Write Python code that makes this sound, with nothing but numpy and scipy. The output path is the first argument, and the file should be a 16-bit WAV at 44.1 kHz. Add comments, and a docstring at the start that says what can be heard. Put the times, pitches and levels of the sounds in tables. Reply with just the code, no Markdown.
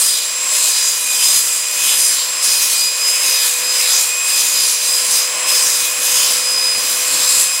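"""In a walled yard, a hand-held wet polisher works back and forth along a concrete countertop's edge.
Friction makes the main sound: the geared-down pad drags wet grit over the stone in hissing strokes,
and now and then catches, exciting a resonance that rasps. The motor turns about 500 times a second,
sags under each stroke and whines at multiples of its shaft rate. Beneath these, cooling air rushes
through the housing, the slab rumbles, and wall and stone reflect the hiss over a faint breeze."""
import sys
import numpy as np
from scipy import signal
from scipy.fft import rfft, irfft
from scipy.io import wavfile
from scipy.ndimage import map_coordinates

SR = 44100
rng = np.random.default_rng(int(sys.argv[2]) if len(sys.argv) > 2 else 0)


def dump_mix(stems):
    """Bounce the given channels to the path in sys.argv[1] as a 16-bit WAV at rate SR."""
    frames = np.atleast_2d(stems).T  # one column per channel
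    limited = np.clip(frames, -1, 1)  # hard clip at full scale
    pcm = np.round(limited * 32767).astype(np.int16)
    wavfile.write(sys.argv[1], SR, pcm)


N = 335160
TOP_HZ = 15750


def undb(db):
    """Decibels to amplitude gain."""
    return 10 ** (np.asarray(db) / 20)


def unit(x):
    """Normalisation to rms 1."""
    return x / np.sqrt(np.mean(x ** 2))


def curve(table):
    """Linear interpolation of (time_s, value) rows to one value per sample."""
    return np.interp(np.arange(N) / SR, *np.transpose(table))


def walk(rate_hz):
    """Low-pass noise of rms 1: a random drift changing about rate_hz times a second."""
    f = np.arange(N // 2 + 1) * SR / N
    return unit(irfft(rfft(rng.standard_normal(N)) / (1 + (f / rate_hz) ** 4), N))


def colour(x, points):
    """Spectral shaping by (frequency_hz, gain_db) points joined on a log-frequency axis."""
    hz, db = np.transpose(points)
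    f = np.arange(N // 2 + 1) * SR / N
    return irfft(rfft(x) * undb(np.interp(np.log(f + 1), np.log(hz), db)), N)


def band(x, lo_hz, hi_hz):
    """Steep band-pass filter."""
    return signal.sosfilt(signal.butter(4, [lo_hz, hi_hz], "band", fs=SR, output="sos"), x)


def ring(x, hz, width_hz):
    """Second-order resonator."""
    return signal.lfilter(*signal.iirpeak(hz, hz / width_hz, fs=SR), x)


# strokes of the pad on the stone:
# start_s, hold_s, attack_s, release_s, grind_db, drag_hz, whine_db, whine_peak_s
STROKES = [(-0.11, 0.22, 0.12, 0.24, -1.5, 41, -25.0, 0.23),
           (0.49, 0.073, 0.069, 0.23, -0.5, 18, -33.5, 0.08),
           (0.56, 0.35, 0.075, 0.36, -2.5, 28.7, -25, 0.24), (0.991, 0.36, 0.25, 0.12, 3, 11.5, -21, 0.3),
           (1.26, 0.29, 0.15, 0.16, -3.5, 28.7, -36, 0.36), (1.62, 0.38, 0.28, 0.27, 1.5, 16.4, -26, 0.35),
           (1.93, 0.23, 0.029, 0.31, -10, 12.3, -35.5, 0.15),
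           (2.41, 0.3, 0.033, 0.19, 2, 27.3, -20.5, 0.11), (2.58, 0.24, 0.15, 0.21, -4, 13.8, -21.5, 0.28),
           (2.9, 0.19, 0.25, 0.17, 0.5, 13.5, -19, 0.2), (3.16, 0.3, 0.1, 0.23, 1.5, 29.4, -19.5, 0.18),
           (3.57, 0.43, 0.23, 0.11, 0.0, 19.0, -23, 0.2), (3.93, 0.1, 0.03, 0.2, -3, 19, -23, 0.014),
           (4.15, 0.24, 0.22, 0.27, 2, 22.3, -26, 0.22), (4.47, 0.14, 0.18, 0.22, 3, 45.0, -20, 0.14),
           (4.68, 0.34, 0.2, 0.35, -1.5, 19, -24.0, 0.26), (5.0, 0.18, 0.1604, 0.1, 0.5, 6.5, -22.0, 0.2),
           (5.455, 0.18, 0.03, 0.092, 1.5, 25.7, -19, 0.09),
           (5.64, 0.14, 0.03, 0.28, 0.5, 24.0, -28, 0.099), (5.96, 0.4, 0.1, 0.08, 1.5, 14.2, -26, 0.26),
           (6.26, 0.5, 0.19, 0.29, -7.5, 20.3, -19, 0.36), (6.75, 0.43, 0.083, 0.05, -2.5, 7, -36.5, 0.15),
           (7.12, 0.3, 0.1, 0.12, 1, 17.2, -25.5, 0.17), (7.37, 0.22, 0.24, 0.03, -2.5, 18.6, -31, 0.17)]

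def strokes(grind_rest_db=-13, whine_rest_db=-30, outlast_s=0.089):
    """Friction follows pressure: each stroke adds grinding power, shaft drag and a swell of whine."""
    t = np.arange(N) / SR
    power, drag, swell = undb(grind_rest_db) ** 2, 0, undb(whine_rest_db)
    for start_s, hold_s, attack_s, release_s, grind_db, drag_hz, whine_db, whine_peak_s in STROKES:
        age = t - start_s
        press = np.clip(age / attack_s, 0, 1) * np.clip(1 - (age - hold_s) / release_s, 0, 1)
        power = power + (undb(grind_db) * press) ** 2
        drag = drag + drag_hz * press
        # directivity: the tilting tool sweeps the beam of its main fan tone past the listener
        tilt = np.clip((age - whine_peak_s) / (hold_s + outlast_s), -.5, .5)
        swell = swell + undb(whine_db) * np.cos(np.pi * tilt) ** 2
    return 10 * np.log10(power), drag, swell


def grit(shaft_turns, pad_turns, grains_per_s=5000, spread_db=2.5, slurry_db=5.0):
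    """Shot noise: countless grains snap under the pad, over the smooth hiss of the slurry."""
    size = undb(spread_db * np.minimum(rng.exponential(size=N), 6))
    snaps = (rng.random(N) < grains_per_s / SR) * size * rng.choice([-1, 1], N)
    slurry = undb(slurry_db) * rng.standard_normal(N)
    # pressure swings with each pad turn, each pulse of mains torque and each shaft turn
    turn = np.sin(2 * np.pi * pad_turns)
    mains = np.sin(2 * np.pi * 120 * np.arange(N) / SR)
    throb_db = 0.95 * turn + 0.45 * turn ** 2 + .5 * mains + 0.56 * np.sin(2 * np.pi * shaft_turns)
    return unit((unit(snaps) + slurry) * undb(throb_db + 0.91 * walk(14)))


# spectrum of grit on stone: frequency_hz, gain_db
GRIND_SPECTRUM = [(100, -47.5), (1000, -26.5), (2400, -23), (4200, -15), (5300, -16), (6600, -11.5),
                  (9500, -12.0), (11000, -14.5), (13000, -20), (15500, -23.5)]

def grinding(contact, press_db, patchy_db=2.5, bands=30):
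    """Friction noise: the hiss follows each stroke; narrow bands come and go as the contact shifts."""
    spectrum = rfft(colour(contact, GRIND_SPECTRUM))
    f = np.arange(len(spectrum)) * SR / N
    centres_hz = np.linspace(0, TOP_HZ, bands)
    parts = (irfft(spectrum * np.interp(f, centres_hz, share), N) for share in np.eye(bands))
    tremor_db = .35 * walk(16)
    return undb(press_db + tremor_db) * sum(part * undb(patchy_db * walk(5.2)) for part in parts)


# catches of the pad's edge: centre_s, length_s, pitch_hz, gain_db
CATCHES = [(0.04, 0.14, 8600, -5.5), (0.16, 0.19, 3970, -11), (0.613, 0.26, 7600, -6),
           (0.68, 0.32, 4270, -10.5), (0.868, 0.06, 7070, -6), (1.24, 0.096, 3000, -11.5),
           (1.531, 0.27, 7700, -10.5), (1.878, 0.15, 3170, -8), (2.04, 0.16, 9170, -6.5),
           (2.201, 0.1, 4195, -9.5), (2.62, 0.48, 4248, -15), (3.204, 0.27, 2605, -12.5),
           (3.355, 0.25, 3786, -15), (3.831, 0.13, 2572, -9.5), (3.913, 0.14, 3850, -7.5),
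           (3.961, 0.089, 6020, -5), (4.392, 0.07, 6270, -12), (4.618, 0.32, 4700, -13.5),
           (4.721, 0.18, 5870, -11), (5.161, 0.12, 5750, -8), (5.48, 0.2, 2730, -17),
           (5.66, 0.13, 5770, -10), (6.213, 0.2, 3106, -10), (6.27, 0.22, 5065, -9.5),
           (7.22, 0.33, 4270, -12)]

def catches(contact, q=2.82):
    """Forced resonance: where the edge bites, grit drives one mode of pad and stone in a brief rasp."""
    t = np.arange(N) / SR
    out = 0
    for centre_s, length_s, pitch_hz, gain_db in CATCHES:
        envelope = undb(gain_db) * np.exp(-2 * ((t - centre_s) / length_s) ** 2)
        width_hz = pitch_hz / q
        out = out + envelope * ring(ring(contact, pitch_hz, width_hz), pitch_hz, width_hz)
    return out


# paths of the hiss off the slab and the wall: delay_s, gain
REFLECTIONS = [(.0023, .3), (.0052, .36)]

def reflections(x):
    """Comb filtering: reflections interfere with the hiss, and the ridges glide as the tool moves."""
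    out = x
    for delay_s, gain in REFLECTIONS:
        lag_s = delay_s * (1 + .012 * walk(1.5))
        out = out + gain * map_coordinates(x, [np.arange(N) - lag_s * SR], order=3)
    return out / np.sqrt(1 + sum(gain ** 2 for _, gain in REFLECTIONS))


def motor(drag_hz, free_hz=518.9, start_hz=502.6, inertia_s=.27):
    """Rotor inertia: the shaft rate sags under drag and recovers with a first-order lag."""
    keep = np.exp(-1 / (inertia_s * SR))
    return signal.lfilter([1 - keep], [1, -keep], free_hz - drag_hz, zi=[keep * start_hz])[0]


# lowest fan tone, 5 times the shaft rate: time_s, level_db
LOW_FAN_TONE = [(0, -42), (.7, -32.5), (.92, -41), (1.1, -25.5), (1.3, -38), (1.6, -38), (1.8, -27.5),
                (2.2, -41), (2.62, -29), (2.98, -31), (3.22, -40), (3.4, -29.5), (3.8, -36), (4.2, -25),
                (4.55, -33.5), (5.2, -39), (5.5, -31), (5.68, -38), (5.85, -29.5), (6.2, -35), (7.6, -31.5)]
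# highest fan tone, 15 times the shaft rate: time_s, relative_level_db
HIGH_FAN_TONE = [(0.0, -29.5), (0.5, -22.5), (1.0, -31), (1.1, -23), (1.4, -29.0), (2.2, -22.5), (2.5, -28),
                 (2.6, -33.0), (3.1, -23), (3.3, -29), (4.3, -22.0), (4.5, -30), (4.6, -26), (6.8, -30.5),
                 (7.3, -20), (7.6, -27)]
# weak tones of bearings, gear teeth and commutator: shaft_multiple, relative_level_db
SHAFT_HARMONICS = [(2, -48), (4, -49), (6, -42), (8, -39), (12, -42), (14, -39.5), (16, -38), (17, -39),
                   (18, -35.5), (21, -39.5), (22, -35), (24, -43.5)]

def whine(shaft_turns, pad_turns, swell, hum_db, flutter_depth=0.3, flutter_swing=0.19):
    """Periodic forcing: imbalance hums at the shaft rate; fan, gears and bearings sound its multiples."""
    # the pad's uneven drag rocks the shaft once a pad turn
    angle = 2 * np.pi * shaft_turns + .021 * np.sin(2 * np.pi * pad_turns) + .014 * walk(60)
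    fan_angle = 5 * angle
    out = undb(hum_db + 1.03 * walk(13)) * np.sin(angle)
    fan_gains = undb(curve(LOW_FAN_TONE)), swell * undb(-.5), undb(curve(HIGH_FAN_TONE) + 0.9)
    for k, gain in enumerate(fan_gains, 1):
        # each tone flutters with the turning pad, at a point of the turn that wanders
        depth = flutter_depth + flutter_swing * np.tanh(walk(3.5))
        flutter = 1 + depth * np.sin(2 * np.pi * pad_turns + 1.6 * walk(5))
        waver_db = 1.1 * np.tanh(walk(8.4)) + 1.15 * walk(21)
        out = out + gain * undb(waver_db) * flutter * np.sin(k * fan_angle)
    for multiple, level_db in SHAFT_HARMONICS:
        drift_db = 3 * (np.tanh(walk(3)) - .3) + walk(20)
        cycles = round(multiple) * shaft_turns + rng.random()
        out = out + undb(level_db + drift_db) * np.sin(2 * np.pi * cycles)
    return np.sqrt(2) * out


# spectrum of the cooling air: frequency_hz, gain_db
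AIR_SPECTRUM = [(60, -58), (110, -39), (300, -36), (600, -30.5), (1100, -27), (1500, -22.5), (2700, -18.5),
                (4300, -23), (6000, -18), (8500, -21), (10700, -24.5), (11600, -41), (15500, -29)]
# fixed narrow resonances of the tool: pitch_hz, width_hz, gain_db
TOOL_RESONANCES = [(348, 7.6, -24.5), (624, 99, -23), (1055, 106, -17), (2434, 124, -20), (5320, 70, -25),
                   (7670, 150, -13.5), (8700, 64, -40)]

def cooling_air(body_db, overspeed_hz, rush_db_per_hz=0.2255, ring_db_per_hz=0.38):
    """Flow noise: air rushes through the tool, whose resonances ring in the noise; both grow with speed."""
    rush = colour(rng.standard_normal(N), AIR_SPECTRUM)
    low = colour(rush, [(1500, 1.5), (2500, -3), (5000, -14)])
    noise = rng.standard_normal(N)
    ringing = sum(undb(db) * ring(noise, hz, width_hz) for hz, width_hz, db in TOOL_RESONANCES)
    body = undb(rush_db_per_hz * overspeed_hz) * low + undb(ring_db_per_hz * overspeed_hz) * ringing
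    return band(rush - low + undb(body_db) * body, 310, 18800)


# rumble of the countertop: time_s, base_level_db
SLAB_RUMBLE = [(0, -56), (2.0, -55.5), (3.6, -56.5), (5.9, -53), (7.25, -47.5), (7.6, -52)]

def slab(contact, press_db, press_share=0.085, uneven_db=2.5):
    """Forced vibration: the pad's uneven pressure makes the countertop rumble."""
    rumble = colour(band(contact, 103, 310), [(90, -1.0), (170, -5.0), (290, 1.5)])
    level_db = curve(SLAB_RUMBLE) + press_share * press_db + uneven_db * walk(5.5)
    return undb(level_db) * unit(rumble)


# spectrum of the difference between left and right: frequency_hz, gain_db
SIDE_SPECTRUM = [(60, -17), (250, -41), (500, -25.5), (1100, -71), (2200, -89), (4000, -26.5), (8000, -21),
                 (13000, -32.5)]

def stereo_width(x, t60_s=0.15):
    """Decorrelation: left and right differ slightly and faintly, most in the low bass and the upper treble."""
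    t = np.arange(SR // 4) / SR
    tail = rng.standard_normal(len(t)) * undb(-60 * t / t60_s)
    side = colour(signal.fftconvolve(x, tail / np.linalg.norm(tail))[:N], SIDE_SPECTRUM)
    return np.array([x + side, x - side])


def breeze(mid_db=-73, apart_db=-4):
    """Partial coherence: outdoor air rumbles faintly, a little differently on each side."""
    mid, side = (unit(band(rng.standard_normal(N), 7.7, 32)) for _ in range(2))
    return undb(mid_db) * (mid + undb(apart_db) * np.array([side, -side]))


# shared rise and fall of the hum and, more weakly, the low rush of air: time_s, gain_db
LOW_END = [(0, -2.5), (1.6, -2.5), (2.8, -2), (3.7, 4), (4.3, -1.5), (5.3, 4), (6.8, 4), (7.25, 4),
           (7.6, -3.5)]

def scene(gear_ratio=7.6, rated_hz=500, rasp_share=0.19):
    """Mechanical coupling: strokes load the motor, whose shaft turns the fan and the geared-down pad."""
    press_db, drag_hz, swell = strokes()
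    shaft_hz = motor(drag_hz)
    overspeed_hz = shaft_hz - rated_hz
    shaft_turns = np.cumsum(shaft_hz) / SR
    pad_turns = shaft_turns / gear_ratio
    face, edge = grit(shaft_turns, pad_turns), grit(shaft_turns, pad_turns)
    hiss = grinding(face, press_db)
    rasp = undb(rasp_share * press_db) * catches(edge)
    scrape = reflections(hiss + rasp)
    rumble = slab(edge, press_db)
    low_db = curve(LOW_END)
    tones = whine(shaft_turns, pad_turns, swell, hum_db=-44 + low_db + 0.18 * overspeed_hz)
    air = cooling_air(0.71 + 0.37 * low_db, overspeed_hz)
    return stereo_width(scrape + tones + air + rumble) + breeze()


def record(dry):
    """Soft saturation rounds the highest peaks; a steep low-pass cuts the top of the treble."""
    rounded = dry / (1 + (dry / .95) ** 6) ** (1 / 6)
    return signal.sosfilt(signal.ellip(12, .1, 80, TOP_HZ, fs=SR, output="sos"), rounded)


dry = scene()
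out = record(dry)
dump_mix(out)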